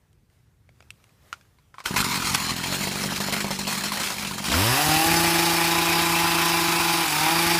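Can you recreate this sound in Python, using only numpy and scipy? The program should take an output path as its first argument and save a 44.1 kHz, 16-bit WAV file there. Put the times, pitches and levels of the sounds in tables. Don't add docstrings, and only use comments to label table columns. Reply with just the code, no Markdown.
import sys
import numpy as np
from scipy import signal
from scipy.io import wavfile
from scipy.ndimage import uniform_filter1d

SR = 44100
rng = np.random.default_rng(int(sys.argv[2]) if len(sys.argv) > 2 else 0)


def store_wav(level_fs):
    pcm = np.round(np.clip(np.atleast_2d(level_fs), -1, 1) * 32767)
    wavfile.write(sys.argv[1], SR, pcm.T.astype(np.int16))


def convert_level_to_amplitude(level_db):
    exponent = np.asarray(level_db, float) / 20
    return 10 ** exponent


N = 334719
TIME = np.arange(N) / SR


def evened(x):
    return x / np.sqrt(np.mean(x ** 2) + 1e-20)


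def read(points, hz):
    f, value = np.transpose(points)
    return np.interp(np.log(hz + 1), np.log(f + 1), value)


def columns(rows):
    s, *rest = np.transpose(rows)
    return [np.interp(TIME, s, c) for c in rest]


def drift(hz):
    return evened(signal.lfilter(*signal.butter(1, hz, fs=SR), rng.standard_normal(N)))


def spikes(s, db):
    out = np.zeros(N)
    out[np.round(np.asarray(s) * SR).astype(int)] = convert_level_to_amplitude(db)
    return out


def ringing(modes, rise_s):
    t = TIME[:4000]
    rings = sum(convert_level_to_amplitude(db) * np.exp(-np.pi * w * t) * np.sin(2 * np.pi * f * t) for f, w, db in modes)
    return (1 - np.exp(-t / rise_s)) * rings


def causal(points):
    hz = abs(np.fft.fftfreq(8192, 1 / SR))
    gain = np.log(convert_level_to_amplitude(np.maximum(read(points, hz), -100)))
    pulse = np.fft.ifft(np.exp(gain - 1j * signal.hilbert(gain).imag)).real[:2048]
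    return pulse / abs(pulse).max()


def noise(points, rings=(), sweep=((0, 0),), ring_db=0, patchy_db=1.5):
    frames, hz = N // 256 + 5, np.fft.rfftfreq(1024, 1 / SR)[:, None]
    t = np.arange(frames) * 256 / SR
    a, b, patches = rng.standard_normal((frames, 513, 3)).T
    patches = uniform_filter1d(patches, size=8, axis=0)
    patches = evened(uniform_filter1d(patches, size=10, axis=1))
    slide = np.interp(t, *np.transpose(sweep))
    swung = np.interp(t, *np.transpose(LOAD)[::2])
    flicker = uniform_filter1d(rng.standard_normal((frames, 8)), size=9, axis=0)
    flicker_db = 2.2 * evened(flicker).T
    lift = 1
    for (f, w, db, *change), wobble_db in zip(rings, flicker_db):
        peak_db = ring_db + 0.61 * (db + sum(change) * swung) + wobble_db
        lift = lift + convert_level_to_amplitude(peak_db) / (1 + (2 * (hz - f - slide) / w) ** 2)
    z = (a + 1j * b) * convert_level_to_amplitude(patchy_db * patches + read(points, hz)) * lift
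    return evened(signal.istft(z, nperseg=1024, noverlap=768)[1][:N])


# f/Hz, level/dB per Hz
WIND = [(12, -57), (20, -27), (38, -7.5), (92, 0.5), (269, -20), (420, -22), (500, -25), (650, -56),
        (1100, -120)]
# t/s, level/dB
GUSTS = [
    (.17, 8.5),
    (.45, 6),
    (.7, 8.5),
    (.914, 8),
    (1.2, 6),
    (1.47, 4.5),
    (1.7, 5),
]
# f/Hz, level/dB per Hz
RUSTLE = [(150, -5.5), (250, -12.5), (1700, -15.5), (2060, -17), (3010, -20.5), (14700, -27), (15500, -33)]
# t/s, level/dB
MOVING = [(0, -69.5), (.28, -73), (.334, -66.5), (.45, -70.5), (.63, -71.5), (.84, -65), (.92, -66),
          (1.05, -63), (1.17, -65), (1.29, -58), (1.49, -66), (1.72, -68.5)]


def air():
    gust_s = 0.08
    wind_db = -66 + sum(db * np.exp(-((TIME - s) / gust_s) ** 2 / 2) for s, db in GUSTS)
    wind = convert_level_to_amplitude(wind_db) * noise(WIND, patchy_db=0.3)
    return wind + convert_level_to_amplitude(columns(MOVING)[0]) * noise(RUSTLE, patchy_db=1.6)


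# t/s, peak level/dB, ring f/Hz, treble level/dB
CLICKS = [(0.13, -49, 3140, 1), (0.3, -50, 2050, -14), (0.369, -59, 2000, -7), (0.691, -39, 2160, -56),
          (0.805, -31, 2300, -42), (0.825, -36, 2600, -34), (0.905, -19.5, 2670, 2),
          (1.001, -48, 1300, -30), (1.093, -45, 2500, -23), (1.041, -36, 2800, -24),
          (1.328, -13, 1390, -11), (1.338, -28, 1430, -35), (1.411, -37, 1630, -1), (1.452, -51, 1590, -18),
          (1.586, -42, 1000, 5), (1.742, -28.5, 1020, -40), (1.783, -22, 1080, -38),
          (1.803, -22.5, 1070, -25), (1.859, -4, 1480, -22), (1.962, -7, 1015, -14), (2.081, -22, 950, -13),
          (2.128, -13, 1110, -8), (2.157, -13, 1330, -4), (2.247, -31, 1230, -12), (2.347, 0, 2640, -6),
          (2.3495, -2, 1510, -19), (2.356, 0, 4050, -6)]
# f/Hz, level/dB per Hz
KNOCK = [(180, -38), (300, -31), (641, -7), (1350, 0), (2140, -5), (2830, -10.5), (3810, -16), (5210, -15),
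         (15500, -41)]
# multiple of f, level/dB
OVERTONES = [(1, -1), (2.1, -5), (2.95, -11)]


def clicks():
    out, t = np.zeros(N + 4000), TIME[:4000]
    for s, db, hz, treble_db in CLICKS:
        t60 = 0.075 * 1000 / hz
        colour = causal([(f * (hz / 1350) ** 0.65, level) for f, level in KNOCK])
        fall = convert_level_to_amplitude(-60 * t / t60) + 2.5 * np.exp(-t / 0.001) + convert_level_to_amplitude(-20 - 60 * t / 0.3)
        crack = signal.oaconvolve(rng.standard_normal(len(t)) * fall, colour)[:len(t)]
        crack = crack + convert_level_to_amplitude(treble_db + 31.5) * np.gradient(crack)
        ring = sum(convert_level_to_amplitude(level - 90 * np.sqrt(k) * t / t60) * np.sin(2 * np.pi * k * hz * t)
                   for k, level in OVERTONES)
        hollow_db = -32 - 0.82 * treble_db * (hz / 2200) ** 2
        hollow = ringing([(640, 230, hollow_db)], rise_s=0.0014)
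        knock = crack / abs(crack).max() + 0.48 * ring + hollow
        out[round(s * SR):][:len(t)] += convert_level_to_amplitude(db - 7.5) * knock
    return out[:N]


# t/s, level/dB, decay/s
STARTER = [
    (1.745, -64, 0.068),
    (1.79, -55, 0.026),
    (1.856, -32.5, 0.025),
    (1.966, -28, 0.066),
    (2.246, -46, 0.062),
    (2.344, -31.5, 0.037),
]


def starter():
    rise_s = 0.0038 / 3
    return sum(convert_level_to_amplitude(db) * np.exp(-abs(TIME - t) / np.where(TIME < t, rise_s, dies)) for t, db, dies in STARTER)


# t/s, pop peak level/dB, casing jolt/dB
CATCHING = [(1.908, -17.5, -5), (1.94, -13.5, 0), (1.963, -46, 2.5), (2.021, -26, 5), (2.087, -26, 1),
            (2.134, -35, 4.5), (2.176, -17, 2.5), (2.246, -34, 6), (2.31, -20, 2), (2.353, -41, -6.5),
            (2.401, -16.5, -2.5), (2.444, -43, 0.5), (2.493, -41, 2.5), (2.563, -43, 4.5), (2.636, -46, 4)]
# t/s, pop peak level/dB, casing jolt/dB
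IDLING = [(2.724, -15, 6.1), (2.808, -17, 6.1), (2.871, -15, 2.4), (2.956, -18, 5.9), (3.038, -13, 4.1),
          (3.12, -12.5, 2.4), (3.202, -13, 3.2), (3.284, -9.5, 2.2), (3.324, -18, 2.7), (3.365, -14, 4.4),
          (3.443, -9.5, 2.4), (3.505, -12, 7), (3.588, -21, 8.4), (3.67, -15, 6.4), (3.754, -26, 4.4),
          (3.836, -30, 5.5), (3.919, -23, 5), (3.999, -30, 5.6), (4.039, -45, 4.9), (4.12, -23, 3.3),
          (4.192, -29, 4.1), (4.251, -29, 3.4), (4.312, -26, 5.9), (4.38, -40, 7.1), (4.4, -16, 4.3),
          (4.46, -28, 3), (4.483, -22, 6.8)]
ALL_FIRINGS = CATCHING + IDLING
# t/s, shaft speed/turns per s
RUN = [(4.5, 58.5), (4.57, 84.5), (4.66, 113), (4.75, 134.6), (4.79, 145.6), (4.86, 152.3), (5.03, 161.2),
       (5.11, 167.6), (5.36, 168.6), (5.7, 168), (6.95, 169), (7.02, 166.9), (7.13, 149.8), (7.24, 156.5),
       (7.31, 164.2), (7.4, 168.8), (7.59, 170)]


def shaft():
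    idle_turns_per_s = 45
    s = np.transpose(ALL_FIRINGS)[0]
    whole = np.r_[0, np.cumsum(np.round(np.diff(s) * idle_turns_per_s))]
    running = columns(RUN)[0] * (1 + .001 * drift(20)) * (TIME > s[-1])
    return np.interp(TIME, s, whole) + np.cumsum(running) / SR


def jolts():
    s, _, jolt_db = np.transpose(ALL_FIRINGS)
    last = np.maximum(np.searchsorted(s, TIME) - 1, 0)
    return uniform_filter1d(jolt_db[last] * np.exp(-abs(TIME - s[last]) / 0.081), size=100)


# t/s, casing level/dB, pipe level/dB
CARRIED = [(1.84, -44, -18), (1.9, -33.5, -22), (1.97, -34, -26), (2.2, -36, -30), (2.4, -32.5, -28.5),
           (2.62, -38.5, -27), (2.8, -35, -26.5), (3.4, -36.5, -27.5), (3.57, -41, -28.5), (3.75, -37, -29),
           (4.06, -37, -37), (4.24, -38.5, -32), (4.36, -44.5, -29), (4.5, -35.5, -35)]


def casing():
    jolt_db, rasp = jolts(), starter()
    caught = convert_level_to_amplitude(columns(CARRIED)[0]) * (TIME > CARRIED[0][0])
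    idle_body = caught * convert_level_to_amplitude(jolt_db) + rasp
    idle_fizz = (caught * convert_level_to_amplitude(1.27 * jolt_db) + rasp) * convert_level_to_amplitude(0.2)
    throttle = np.clip((TIME - RUN[0][0] + 0.011) / 0.052, 0, 1)
    load_db, swung = columns(LOAD)
    full_body = convert_level_to_amplitude(-21.5 + 0.17 * load_db)
    full_fizz = convert_level_to_amplitude(-28 + 0.098 * load_db - 2.5 * swung)
    body = (1 - throttle) * idle_body + throttle * full_body
    fizz = (1 - throttle) * idle_fizz + throttle * full_fizz
    return body, fizz


def clanks():
    strikes_per_s = 160
    size = convert_level_to_amplitude(3.5 * np.minimum(rng.exponential(1, N), 3)) * (rng.random(N) < strikes_per_s / SR)
    part = rng.integers(0, 12, N)
    out = np.zeros(N)
    for k, hz in enumerate(np.geomspace(1400, 8600, 12)):
        ring = ringing([(hz, 120 + .07 * hz, 0), (1.7 * hz, 700, -3)], rise_s=0.0006)[:1000]
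        out += signal.oaconvolve(size * (part == k), ring)[:N]
    return evened(out)


# f/Hz, level/dB per Hz
ROAR_IDLE = [(180, -3), (300, -4), (663, -2), (953, 1.5), (1140, -0.5), (2480, -0.5), (3450, -4.5),
             (4210, -2), (6360, -6), (7020, -7.5), (7500, -8), (9600, -10), (15500, -14)]
# f/Hz, width/Hz, level/dB
RING_IDLE = [(3175, 43, 12), (4110, 200, 5), (4360, 93, -7), (5220, 36, 16), (6970, 140, 14.5),
             (7900, 390, -11), (9400, 770, -5), (10570, 72, 6)]


def rattle(turns, gate, struck):
    each_turn_db = 2.2 * rng.standard_normal(int(turns[-1]) + 1)
    harder = uniform_filter1d(convert_level_to_amplitude(each_turn_db[turns.astype(int)]), size=60)
    shaken = noise(ROAR_IDLE, RING_IDLE, ring_db=-5.0, patchy_db=2.5)
    return shaken * evened((1.1 + gate) * harder) + 0.28 * struck


def roar(turns, cuts):
    body, fizz = casing()
    throttle = np.clip((TIME - RUN[0][0]) / 0.063, 0, 1)
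    gate = np.exp(-((turns + 0.25 * drift(11)) % 1) / 0.39)
    struck = clanks()
    both = np.sqrt(1 - throttle) * rattle(turns, gate, struck) + np.sqrt(throttle) * hiss(cuts, gate, struck)
    low = signal.sosfiltfilt(signal.butter(2, 4500, fs=SR, output="sos"), both)
    return body * evened(low) + fizz * evened(both - low)


# f/Hz, level/dB per Hz
POP = [(40, -14), (90, -10), (200, -13), (500, -11.5), (900, -8.5), (1500, -21), (3000, -23), (8000, -38)]
# f/Hz, width/Hz, level/dB
PUFF_NEAR = [(84.5, 89, -34), (151, 28.5, -2.5), (254.5, 45, 5), (346, 43, -9)]
# f/Hz, width/Hz, level/dB
PUFF_FAR = [(92, 31, -19), (155, 54, -8.5), (201.3, 41, 4.5), (350, 54, -4.5)]
# t/s, share 0-1
TURNED = [(2.5, 0.58), (3.0, 0.74), (4.0, 1), (4.3, 0.73)]


def idle(turns):
    s, pop_db, _ = np.transpose(ALL_FIRINGS)
    stumble = np.maximum.accumulate(turns + .035 * drift(15))
    ports = (np.diff(np.floor(stumble), prepend=-1) > 0) * (TIME < s[-1])
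    ports[0] = 0
    ports[round(s[0] * SR)] = 1
    uneven_db = 1.8 * rng.standard_normal(N)
    push = ports * convert_level_to_amplitude(columns(CARRIED)[1] + uneven_db + 0.25 * jolts() + 3.0)
    turned = np.clip(columns(TURNED)[0], 0, 1)
    near = signal.oaconvolve(push * (1 - turned), ringing(PUFF_NEAR, rise_s=0.001))[:N]
    far = signal.oaconvolve(push * turned, ringing(PUFF_FAR, rise_s=0.0037))[:N]
    fired = signal.oaconvolve(spikes(s, pop_db - 16.5), ringing(PUFF_FAR, rise_s=0.0046))[:N]
    pops = spikes(s + 0.00201, pop_db - 3.0)
    pops = pops + 0.55 * np.roll(pops, round(0.00725 * SR))
    pops = pops + 0.5 * np.roll(pops, round(0.00325 * SR))
    return near + far + fired - signal.oaconvolve(pops, causal(POP))[:N]


# t/s, peak level/dB, ring f/Hz
PINGS = [(2.4021, -21, 1150), (2.439, -24, 1040), (2.5642, -20, 2330), (2.6383, -13, 2250),
         (2.67, -13, 6980), (2.7224, -13.5, 4330), (2.8047, -23, 3240), (2.9538, -18, 2200),
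         (3.0361, -11, 5300), (3.1577, -16, 5070), (3.1768, -14, 4400), (3.205, -24, 4380),
         (3.238, -14.5, 4340), (3.4808, -18.5, 990), (3.5107, -11, 5380), (3.5897, -27, 6000),
         (3.6698, -18, 990), (3.7255, -18, 1720), (3.7515, -15, 1990), (3.808, -13.5, 1760),
         (3.8355, -20, 3992), (3.9185, -9.5, 1030), (3.9717, -11, 1860), (3.999, -14, 1560),
         (4.034, -13, 3080), (4.1023, -10.5, 970), (4.1822, -12.5, 2380), (4.248, -14, 3030),
         (4.3105, -16, 1030), (4.3816, -16, 1210), (4.4588, -15.5, 3280), (4.4847, -15, 1270)]


def pings():
    out, t = np.zeros(N), TIME[:4000]
    colour = causal(ROAR_IDLE)
    for s, db, hz in PINGS:
        burst = signal.oaconvolve(rng.standard_normal(len(t)) * np.exp(-t / 0.015), colour)[:len(t)]
        ring = ringing([(hz, 130, db - 3), (1.16 * hz, 200, db - 14)], rise_s=0.002)
        out[round(s * SR):][:4000] += ring + convert_level_to_amplitude(db - 7.5) * burst / abs(burst).max()
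    return out


# t/s, peak level/dB
CLIMBING_CUTS = [(4.859, -29), (4.885, -22), (4.962, -25), (5.061, -24), (5.106, -25), (5.134, -24)]
# t/s, peak level/dB
CUTS = [(5.161, -29), (5.196, -27), (5.234, -27), (5.272, -25), (5.302, -38), (5.339, -32), (5.383, -28),
        (5.42, -35), (5.454, -34), (5.495, -30), (5.531, -29), (5.565, -37), (5.603, -35), (5.638, -32),
        (5.672, -36), (5.71, -39), (5.744, -29), (5.777, -28), (5.814, -36), (5.85, -37), (5.888, -29),
        (5.922, -33), (5.952, -32), (5.982, -32), (6.017, -29), (6.054, -34), (6.09, -33), (6.118, -31),
        (6.155, -32), (6.189, -35), (6.232, -30), (6.264, -33), (6.304, -33), (6.343, -32), (6.38, -31),
        (6.415, -32), (6.451, -39), (6.486, -37), (6.528, -30), (6.568, -36), (6.602, -36), (6.637, -37),
        (6.678, -31), (6.718, -37), (6.751, -36), (6.797, -28), (6.834, -32), (6.883, -42), (6.928, -35),
        (6.973, -45), (7.005, -42), (7.056, -39),
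        (7.122, -40), (7.155, -35), (7.202, -31), (7.232, -33), (7.306, -39), (7.353, -35),
             (7.384, -32), (7.42, -38), (7.463, -25), (7.499, -34), (7.538, -32), (7.578, -35)]
ALL_CUTS = CLIMBING_CUTS + CUTS


def limiter():
    first_cuts_per_s, cuts_per_s, top_turns_per_s = 40, 27.5, 166
    s = np.r_[np.transpose(ALL_CUTS)[0], TIME[-1]]
    climbing = np.interp(s[1:], TIME, columns(RUN)[0]) < top_turns_per_s
    whole = np.round(np.diff(s) * np.where(climbing, first_cuts_per_s, cuts_per_s))
    return 2 * np.pi * np.interp(TIME, s, np.r_[0, np.cumsum(whole)])


def cut_thumps(cuts, load_db):
    cut_s, cut_db = np.transpose(ALL_CUTS)
    starts = np.diff(np.floor(cuts / (2 * np.pi)), prepend=0) > 0
    every_cut = convert_level_to_amplitude(-47 + 0.8 * load_db + 3.5 * drift(30)) * starts
    boom = ringing([(88, 32.0, 6.1), (260, 100, 13.7)], rise_s=0.0042)
    thumps = signal.oaconvolve(spikes(cut_s - .005, cut_db - 1.5) + every_cut, boom)[:N]
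    return signal.sosfilt(signal.butter(3, 400, fs=SR, output="sos"), thumps)


# t/s, gas pressure level/dB, pipe swung away 0-1
LOAD = [(4.5, -11.5, 0.3), (4.6, -4.5, 0.46), (4.75, -0.5, 0), (4.9, 1, 0.07), (5.2, -1, 0), (5.75, -2, 1),
        (6.3, -2, 1), (7.0, -4, 1), (7.1, -13, 0.4), (7.25, -1, 0.96), (7.42, -2, 0.58), (7.59, -1, 0.7)]
# f/Hz, level/dB; the first cancels at two speeds
ORDER_1 = [(58, -25), (85, -18), (125, -23.5), (146, -40), (151, -28.5), (158, -29), (162, -44),
           (166, -28.5)]
ORDER_2 = [(117, -40), (170, -32), (200, -29), (250, -37), (300, -32), (325, -26.5), (340, -25.5)]
ORDER_5 = [(290, -26), (450, -51), (565, -30), (670, -48), (730, -32.5), (800, -24.5), (845, -27)]
ORDER_6 = [(350, -62), (500, -37), (800, -54), (900, -36), (950, -41.5), (1010, -46.5)]
# f/Hz, level/dB
PIPE = [(120, -26), (250, -25), (400, -36.5), (505, -45.5), (675, -37.5), (900, -52), (1180, -36),
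        (1350, -47), (1520, -43), (1690, -42.5), (1850, -40), (2100, -61), (2360, -38.5), (2520, -53)]
# f/Hz, width/Hz, level/dB
CAN = (950, 83, 17)
# f/Hz, level/dB
RASP = [(2500, -54), (2700, -37), (2870, -45), (3030, -47), (3700, -54), (4200, -49), (4900, -52),
        (5600, -44)]


def exhaust(turns, cuts):
    speed, (load_db, swung) = columns(RUN)[0], columns(LOAD)
    can_hz, can_width_hz, can_db = CAN
    climb_db = 1.5 * np.clip((150 - speed) / 20, 0, 1)
    level_db = {}
    for k in range(1, 16):
        can_lift_db = can_db / (1 + (2 * (k * speed - can_hz) / can_width_hz) ** 2)
        level_db[k] = read(PIPE, k * speed) + load_db + climb_db + can_lift_db
    swung_db = (-3, -2.5, -2.5, 16)
    for k, points, db in zip((1, 2, 5, 6), (ORDER_1, ORDER_2, ORDER_5, ORDER_6), swung_db):
        level_db[k] = read(points, k * speed) + 0.69 * load_db + db * swung
    flutter_db = [3.0 * drift(10) for _ in range(6)]
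    for k in range(15, 34):
        level_db[k] = read(RASP, k * speed) + load_db + flutter_db[k % 6]

    limited = np.clip((speed - 146) / 10, 0, 1)
    phase = 2 * np.pi * turns + 0.01 * limited * np.sin(cuts + 0.15)
    waver_db = [.7 * drift(8) for _ in range(4)]
    tone = {k: convert_level_to_amplitude(db + waver_db[k % 4]) * -np.cos(k * phase + 2.0 * rng.random())
            for k, db in level_db.items()}
    dips = 1.25 * (1 - 0.72 * limited * np.exp(1.9 * (np.cos(cuts - .15) - 1)))
    lope = (1 - limited) * convert_level_to_amplitude(level_db[1] - 18 + 6.1 * drift(12)) * np.sin(phase / 2)
    first = lope + tone.pop(1) * (1 + 0.021 * limited * np.cos(cuts - 3.5))
    opening = np.clip((TIME - RUN[0][0] + 0.044) / 0.044, 0, 1)
    return convert_level_to_amplitude(1.5) * opening * (first + dips * sum(tone.values())) + cut_thumps(cuts, load_db)


# f/Hz, level/dB per Hz
ROAR_FULL = [(40, -42), (90, -20), (230, -23.5), (330, -11), (450, -17.5), (630, -14.5), (800, -5),
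             (1100, -12), (1800, -9), (2570, -18), (3220, -13), (4800, -11), (6000, -11.5), (11000, -9.5),
             (15500, -12.5)]
# f/Hz, width/Hz, level/dB, change when swung/dB
RING_FULL = [(2500, 320, 20.5, 4.5), (2960, 65, 13, 1), (3830, 81, 0, 17), (4800, 400, 7, -0.5),
             (5380, 79, 15.5, 2), (6100, 50, 6, -8), (7830, 63, -4, -2), (10650, 200, 4.5, -6)]
# t/s, shift f/Hz
SWEEP = [(4.6, 83), (5.0, 22), (5.6, -69), (6.2, 82), (7.0, 27), (7.4, -110), (7.59, -8)]


def hiss(cuts, gate, struck):
    pulsing = (1 + 0.17 * np.cos(cuts - 1.55)) * (1 + 0.3 * gate)
    blades = noise(ROAR_FULL, RING_FULL, SWEEP, ring_db=-7.0, patchy_db=1.17)
    return blades * convert_level_to_amplitude(0.28 * drift(33)) * evened(pulsing) + 0.09 * struck


# t/s, first notch f/Hz, strength 0-1
LAWN = [(1.9, 600, 0.4), (2.15, 606, 0.62), (2.45, 528, 0.62), (2.6, 440, 0.27), (2.72, 414, 0),
        (3.45, 523, 0), (4.15, 597, 0.17), (4.8, 573, 0.17), (5.4, 600, 0), (6.8, 595, 0.69),
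        (7.59, 576, 0.26)]


def lawn(x):
    notch_hz, strength = columns(LAWN)
    dull = signal.sosfiltfilt(signal.butter(1, 2200, fs=SR, output="sos"), x)
    return x + np.clip(strength, 0, 1) * np.interp(TIME - .5 / notch_hz, TIME, dull)


def scene():
    turns, cuts = shaft(), limiter()
    machine = idle(turns) + roar(turns, cuts) + pings() + clicks()
    mono = lawn(machine) + exhaust(turns, cuts) + air()
    return np.array([mono, mono])


# t/s, low f/Hz, high f/Hz, level/dB
SLIPS = [(4.551, 4600, 5900, -38), (4.667, 8900, 10600, -38), (4.923, 11700, 15300, -37),
         (5.178, 4600, 7000, -31.5), (5.48, 11000, 14000, -40), (5.944, 4200, 5300, -37),
         (5.944, 10300, 11900, -39), (6.293, 4600, 5900, -38), (6.293, 6900, 8400, -38)]


def slips():
    out, window = np.zeros(N), np.hanning(2048)
    for s, lo_hz, hi_hz, db in SLIPS:
        band_pass = signal.butter(6, (lo_hz, hi_hz), "band", fs=SR, output="sos")
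        band = signal.sosfiltfilt(band_pass, rng.standard_normal(2048))
        out[round(s * SR) - 1024:][:2048] += convert_level_to_amplitude(db - 3.5) * evened(band * window)
    return out


def roll_off(x):
    return signal.sosfilt(signal.butter(12, 15600, fs=SR, output="sos"), x)


def record(dry):
    dry = signal.sosfilt(signal.butter(3, 48, "high", fs=SR, output="sos"), dry)
    top_cut = signal.firwin(1023, 15480, window=("kaiser", 9), fs=SR)
    dry = signal.oaconvolve(dry, top_cut[None], "same")
    mix = dry + np.outer([1, -1], slips())
    return roll_off(mix)


dry = scene()
out = record(dry)
store_wav(out)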